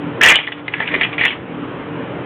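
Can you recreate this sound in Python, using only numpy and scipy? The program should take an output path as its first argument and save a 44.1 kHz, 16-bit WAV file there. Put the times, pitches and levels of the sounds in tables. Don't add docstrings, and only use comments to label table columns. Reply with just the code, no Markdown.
import sys
import numpy as np
from scipy import signal
from scipy.fft import rfft, irfft, next_fast_len
from scipy.io import wavfile
from scipy.ndimage import uniform_filter1d, map_coordinates

SR = 44100
rng = np.random.default_rng(int(sys.argv[2]) if len(sys.argv) > 2 else 0)


def ratio_of_db(decibels):
    return 10 ** (np.asarray(decibels, float) / 20)


def log_audio(samples):
    frames = np.atleast_2d(samples).T
    limited = np.clip(frames, -1, 1)
    pcm = np.round(limited * 32767).astype(np.int16)
    wavfile.write(sys.argv[1], SR, pcm)


N = 99225


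def unit(x):
    return x / np.sqrt(np.mean(x ** 2) + 1e-20)


def wobble(knots_per_s):
    position = np.arange(N) * np.clip(knots_per_s, 1, 150) / SR
    return map_coordinates(rng.standard_normal(400), [position])


def filtered(x, response):
    m = next_fast_len(N + SR // 2)
    hz = np.fft.rfftfreq(m, 1 / SR)
    return irfft(rfft(x, m) * response(hz), m)[:N]


def add(out, start_s, sounds):
    for at, sound in zip(np.round(start_s * SR).astype(int), sounds):
        out[at:at + len(sound)] += sound
    return out


def level_curve(when, level_db):
    return np.interp(np.arange(N) / SR, when, level_db, -120, -120)


def ring(modes, gains):
    t = np.arange(SR // 10) / SR
    hz, db, t60 = np.transpose(modes)[:, :, None]
    decay = ratio_of_db(db - 60 * t / np.clip(t60, .005, .15))
    return gains @ (decay * np.sin(2 * np.pi * hz * t))


# pitch_hz [Hz], level_db [dB], t60_s [s]
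RAIL_MODES = [(1340, -10, .04), (1680, -3, .045), (1810, 0, .055), (1945, -1, .05), (2060, -1, .045),
              (2270, -2, .04), (2410, -1, .05), (2610, -3, .04), (2830, -2, .05), (2960, -2, .06),
              (3150, -5, .04), (3310, -4, .06), (3480, -6, .05), (3700, -12, .03)]
# pitch_hz [Hz], level_db [dB], t60_s [s]
FRAME_MODES = [(371, -6.5, 0.1), (513, 1, 0.033), (754, 8.5, 0.012), (908, 1, 0.028), (1130, 5.5, 0.0068)]
FAVOUR_OCT, MODE_SCATTER_DB = .22, 4
CRACK_DB, CRACK_T60_S = 4.5, 0.0065


def contacts(level_db, pitch_hz, thud_db):
    modes = RAIL_MODES + FRAME_MODES
    z = rng.standard_normal((len(level_db), 2, len(modes)))
    share = np.sign(z[:, 0]) * ratio_of_db(MODE_SCATTER_DB * z[:, 1])
    away = np.log2(np.array(modes)[:, 0] / pitch_hz[:, None]) / FAVOUR_OCT
    gains = share / (1 + away ** 2)
    gains = gains / np.linalg.norm(gains, axis=1, keepdims=True)
    frame = slice(len(RAIL_MODES), None)
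    gains[:, frame] += share[:, frame] * ratio_of_db(thud_db) / 2
    sound = ring(modes, gains)
    t = np.arange(SR // 50) / SR
    noise = rng.standard_normal((len(level_db), len(t)))
    crack = signal.lfilter([1, -.9], [1, -.6], noise, axis=1)
    sound[:, :len(t)] += ratio_of_db(CRACK_DB - 60 * t / CRACK_T60_S) * crack
    return sound * ratio_of_db(level_db)[:, None]


RATTLE_SPREAD_OCT, RATTLE_SCATTER_DB = .18, 3.5


def drag(stroke, rattles_per_s, thud_db, scrape_db):
    when, level_db, pitch_hz = np.transpose(stroke)
    z = rng.random((500, 3))
    gaps_s = -np.log(z[:, 0] + 1e-9) / rattles_per_s
    start_s = when[0] + np.cumsum(gaps_s)
    scatter_db = RATTLE_SCATTER_DB * (1 + np.log(z[:, 1] + .05))
    size_db = np.interp(start_s, when, level_db, -120, -120) - scatter_db
    pitch = np.interp(start_s, when, pitch_hz) * 2 ** (RATTLE_SPREAD_OCT * (2 * z[:, 2] - 1))
    blows = contacts(size_db, pitch, thud_db)
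    rattle = add(np.zeros(N + SR), np.minimum(start_s, N / SR), blows)[:N]
    scrape = unit(filtered(rng.standard_normal(N), lambda f: (f / 2300) ** 2 / (1 + (f / 2300) ** 4)))
    return rattle + ratio_of_db(level_curve(when, level_db) + scrape_db) * scrape


# start_s [s], level_db [dB], pitch_hz (favoured) [Hz]
YANK_STROKE = [(.211, -38.5, 1760), (.214, -12, 1780), (.228, -7.5, 1850), (.24, 0, 1930),
               (.265, -1.5, 1730), (.276, 2.5, 2180), (.286, 3.5, 2830), (.3, 6, 2370), (.315, 1, 2010),
               (.328, 2, 2020), (.331, -6, 2140), (.35, 0, 2750), (.362, -1.5, 3326), (.39, -8.5, 3370),
               (.42, -17, 2950), (.45, -21, 2210), (.47, -35, 2330)]


def yank():
    return drag(YANK_STROKE, rattles_per_s=1100, thud_db=-18.5, scrape_db=-7)


SLIDE_THUD_DB = -26
# start_s [s], level_db [dB], pitch_hz (favoured) [Hz]
SLIDE_STROKE = [(.72, -28.5, 1890), (.775, -22.5, 1885), (.83, -20, 2010), (.87, -26, 2420),
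                (.9, -25.5, 2000), (.94, -20.5, 1940), (.98, -22.5, 2040), (1.04, -14, 2440),
                (1.08, -30, 2230), (1.11, -29.5, 2240), (1.178, -55, 2350), (1.186, -15.5, 2360),
                (1.26, -12, 2320), (1.295, -15, 2960), (1.33, -17.5, 2330), (1.345, -50, 2310)]


def slide():
    return drag(SLIDE_STROKE, rattles_per_s=450, thud_db=SLIDE_THUD_DB, scrape_db=-11)


MIC_TOP_HZ, MIC_FALL_DB_PER_KHZ = 3406, 31.5
CHATTER_FADE_DB, FIRST_BLOW_DB = 3, 5
GRIP_DB_PER_S = 450
# start_s [s], level_db (peak below the microphone's top) [dB], pitch_hz (favoured) [Hz], chatter_s [s]
KNOCKS = [(.2108, -1.5, 1770, 0.0044), (.234, 6.5, 2960, 0.017), (.337, -3, 2320, 0.0045),
          (.349, 6, 2833, 0.0039), (.358, 5, 2960, 0.0035), (.388, 3.5, 2210, .002),
          (.470, -8, 3380, 0.0028), (.4735, -0.5, 2000, .003), (.481, -16, 1980, 0.0032),
          (.484, -9, 1340, 0.0052), (.5205, -6, 1945, 0.0018), (.523, -9.5, 3400, 0.0048),
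          (.6807, -3, 2100, 0.0043), (.7376, -3.5, 2287, 0.0034), (.8022, -4.5, 1654, 0.014),
          (.804, -6.5, 910, 0.011), (.873, -14.5, 2410, .004), (.877, -5.5, 2444, 0.0041),
          (.886, -8, 1883, 0.0048), (.917, -13, 2210, 0.005), (.9405, -3, 2080, 0.0053),
          (0.9395, -9.5, 756, 0.0046), (.950, -4.5, 1974, 0.0027), (.962, -9, 371, .03),
          (1.0115, 1.5, 2036, .004), (1.018, -3.5, 2196, .008), (1.033, -1, 2870, 0.013),
          (1.049, -3.5, 2160, 0.0039), (1.130, -10.5, 2340, .004), (1.141, -13, 2556, .003),
          (1.181, -6, 2150, .012), (1.2108, -0.67, 2108, .015), (1.236, -0.6, 1950, 0.012),
          (1.251, 4, 2440, 0.0025), (1.2565, 2.5, 2050, 0.0032), (1.264, -1.5, 2370, 0.0043),
          (1.279, -2.5, 3060, 0.016), (1.306, -5.5, 2250, 0.0054)]


def clacks():
    out = np.zeros(N + SR)
    lowpass = signal.butter(4, 2 * MIC_TOP_HZ / SR)
    for start_s, level_db, pitch_hz, chatter_s in KNOCKS:
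        place = np.append(0, (np.arange(1, 5) + rng.random(4)) / 5)
        blow_db = FIRST_BLOW_DB * (place == 0) - CHATTER_FADE_DB * place
        blows = contacts(blow_db, pitch_hz + 0 * place, SLIDE_THUD_DB)
        knock = add(np.zeros(SR // 7), place * abs(chatter_s), blows)
        knock = knock * ratio_of_db(-GRIP_DB_PER_S * np.arange(len(knock)) / SR)
        peak = np.abs(signal.lfilter(*lowpass, knock)).max()
        add(out, np.array([start_s]), [ratio_of_db(level_db) * knock / peak])
    return out[:N]


# start_s [s], level_db [dB]
HAND_RUSTLE = [(0.399, -29), (.47, -32), (.66, -32.5), (1.359, -32), (1.48, -53), (1.602, -55)]


def rustle():
    when, level_db = np.transpose(HAND_RUSTLE)
    noise = unit(filtered(rng.standard_normal(N), lambda f: (f / 700) ** 2 / (1 + (f / 700) ** 2.95)))
    return ratio_of_db(level_curve(when, level_db) + 5.1 * wobble(31.69)) * noise


ROOM_DB, ROOM_T60_S = -9, .13


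def room(x):
    t = np.arange(SR // 5) / SR
    step = SR // 25
    out = np.zeros(N + SR)
    for at in range(0, N, step):
        tail = rng.standard_normal(len(t)) * ratio_of_db(-60 * t / ROOM_T60_S) * (t > .003)
        part = signal.fftconvolve(x[at:at + step], tail / np.linalg.norm(tail))
        out[at:at + len(part)] += part
    return ratio_of_db(ROOM_DB) * out[:N]


AIR_DB, PATCH_DB = -27, 1.5
FAN_HZ = 41.66
FAN_WAVER_DB, FAN_WAVERS_PER_S = 3.5, 14
# pitch_hz [Hz], level_db (relative) [dB per Hz]
AIR_SPECTRUM = [(15, -47.5), (25, -31), (123, -7), (171, -3.5), (222, -11), (294, -3.5), (417, -7.5),
                (592, -10), (689, -16), (999, -14.5), (3110, -26), (3860, -41.5), (4600, -68.5),
                (5980, -103)]
# multiple (of FAN_HZ) [count], level_db (rms before wavering) [dB]
SHAFT_TONES = [(3, -40.5), (4, -39.5), (6, -41.5), (7, -35), (11, -39.5)]


def fans():
    z = signal.stft(rng.standard_normal(N), nperseg=1024)[2]
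    patches = uniform_filter1d(rng.standard_normal(z.shape), 5, 0)
    patches = uniform_filter1d(patches, 6, 1)
    noise = signal.istft(z * ratio_of_db(PATCH_DB * unit(patches)), nperseg=1024)[1][:N]
    f, db = np.transpose(AIR_SPECTRUM)
    air = unit(filtered(noise, lambda hz: ratio_of_db(np.interp(np.log(hz + 1), np.log(f + 1), db))))
    out = ratio_of_db(AIR_DB) * air
    turns = FAN_HZ * np.arange(N) / SR
    for multiple, level_db in SHAFT_TONES:
        loudness = np.sqrt(2) * ratio_of_db(level_db + FAN_WAVER_DB * wobble(FAN_WAVERS_PER_S))
        phase = 2 * np.pi * (multiple * turns + rng.random()) + 0.76 * wobble(9.2)
        out = out + loudness * np.sin(phase)
    return out


def scene():
    card = yank() + slide() + clacks() + rustle()
    card = card + room(card)
    card = filtered(card, lambda hz: ratio_of_db(-MIC_FALL_DB_PER_KHZ * np.clip(hz - MIC_TOP_HZ, 0, None) / 1000))
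    return (card + fans())[None]


def low_pass(x):
    return signal.sosfilt(signal.butter(12, 16480, fs=SR, output="sos"), x)


LOW_CUT_HZ = 39
DUCK_ABOVE_DB, DUCK_SHARE = -19, 0.5
DUCK_WINDOW_S, DUCK_ATTACK_S, DUCK_RELEASE_DB_PER_S = 0.0079, 0.038, 21.5
CLIP_TOP, CLIP_HARD = .72, 50


def record(dry):
    x = filtered(dry[0], lambda hz: np.clip((4900 - hz) / 500, 0, 1) ** 2 * hz ** 2 / (hz ** 2 + LOW_CUT_HZ ** 2))
    power = np.abs(uniform_filter1d(x ** 2, max(int(DUCK_WINDOW_S * SR), 1)))
    over_db = DUCK_SHARE * np.clip(10 * np.log10(power + 1e-12) - DUCK_ABOVE_DB, 0, None)
    ramp = DUCK_RELEASE_DB_PER_S * np.arange(N) / SR
    held_db = np.maximum.accumulate(over_db + ramp) - ramp
    keep = np.exp(-1 / (DUCK_ATTACK_S * SR))
    duck_db = signal.lfilter([1 - keep], [1, -keep], held_db)
    x = x * ratio_of_db(-duck_db)
    x = x / (1 + np.abs(x / CLIP_TOP) ** CLIP_HARD) ** (1 / CLIP_HARD)
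    return low_pass(x[None])


dry = scene()
out = record(dry)
log_audio(out)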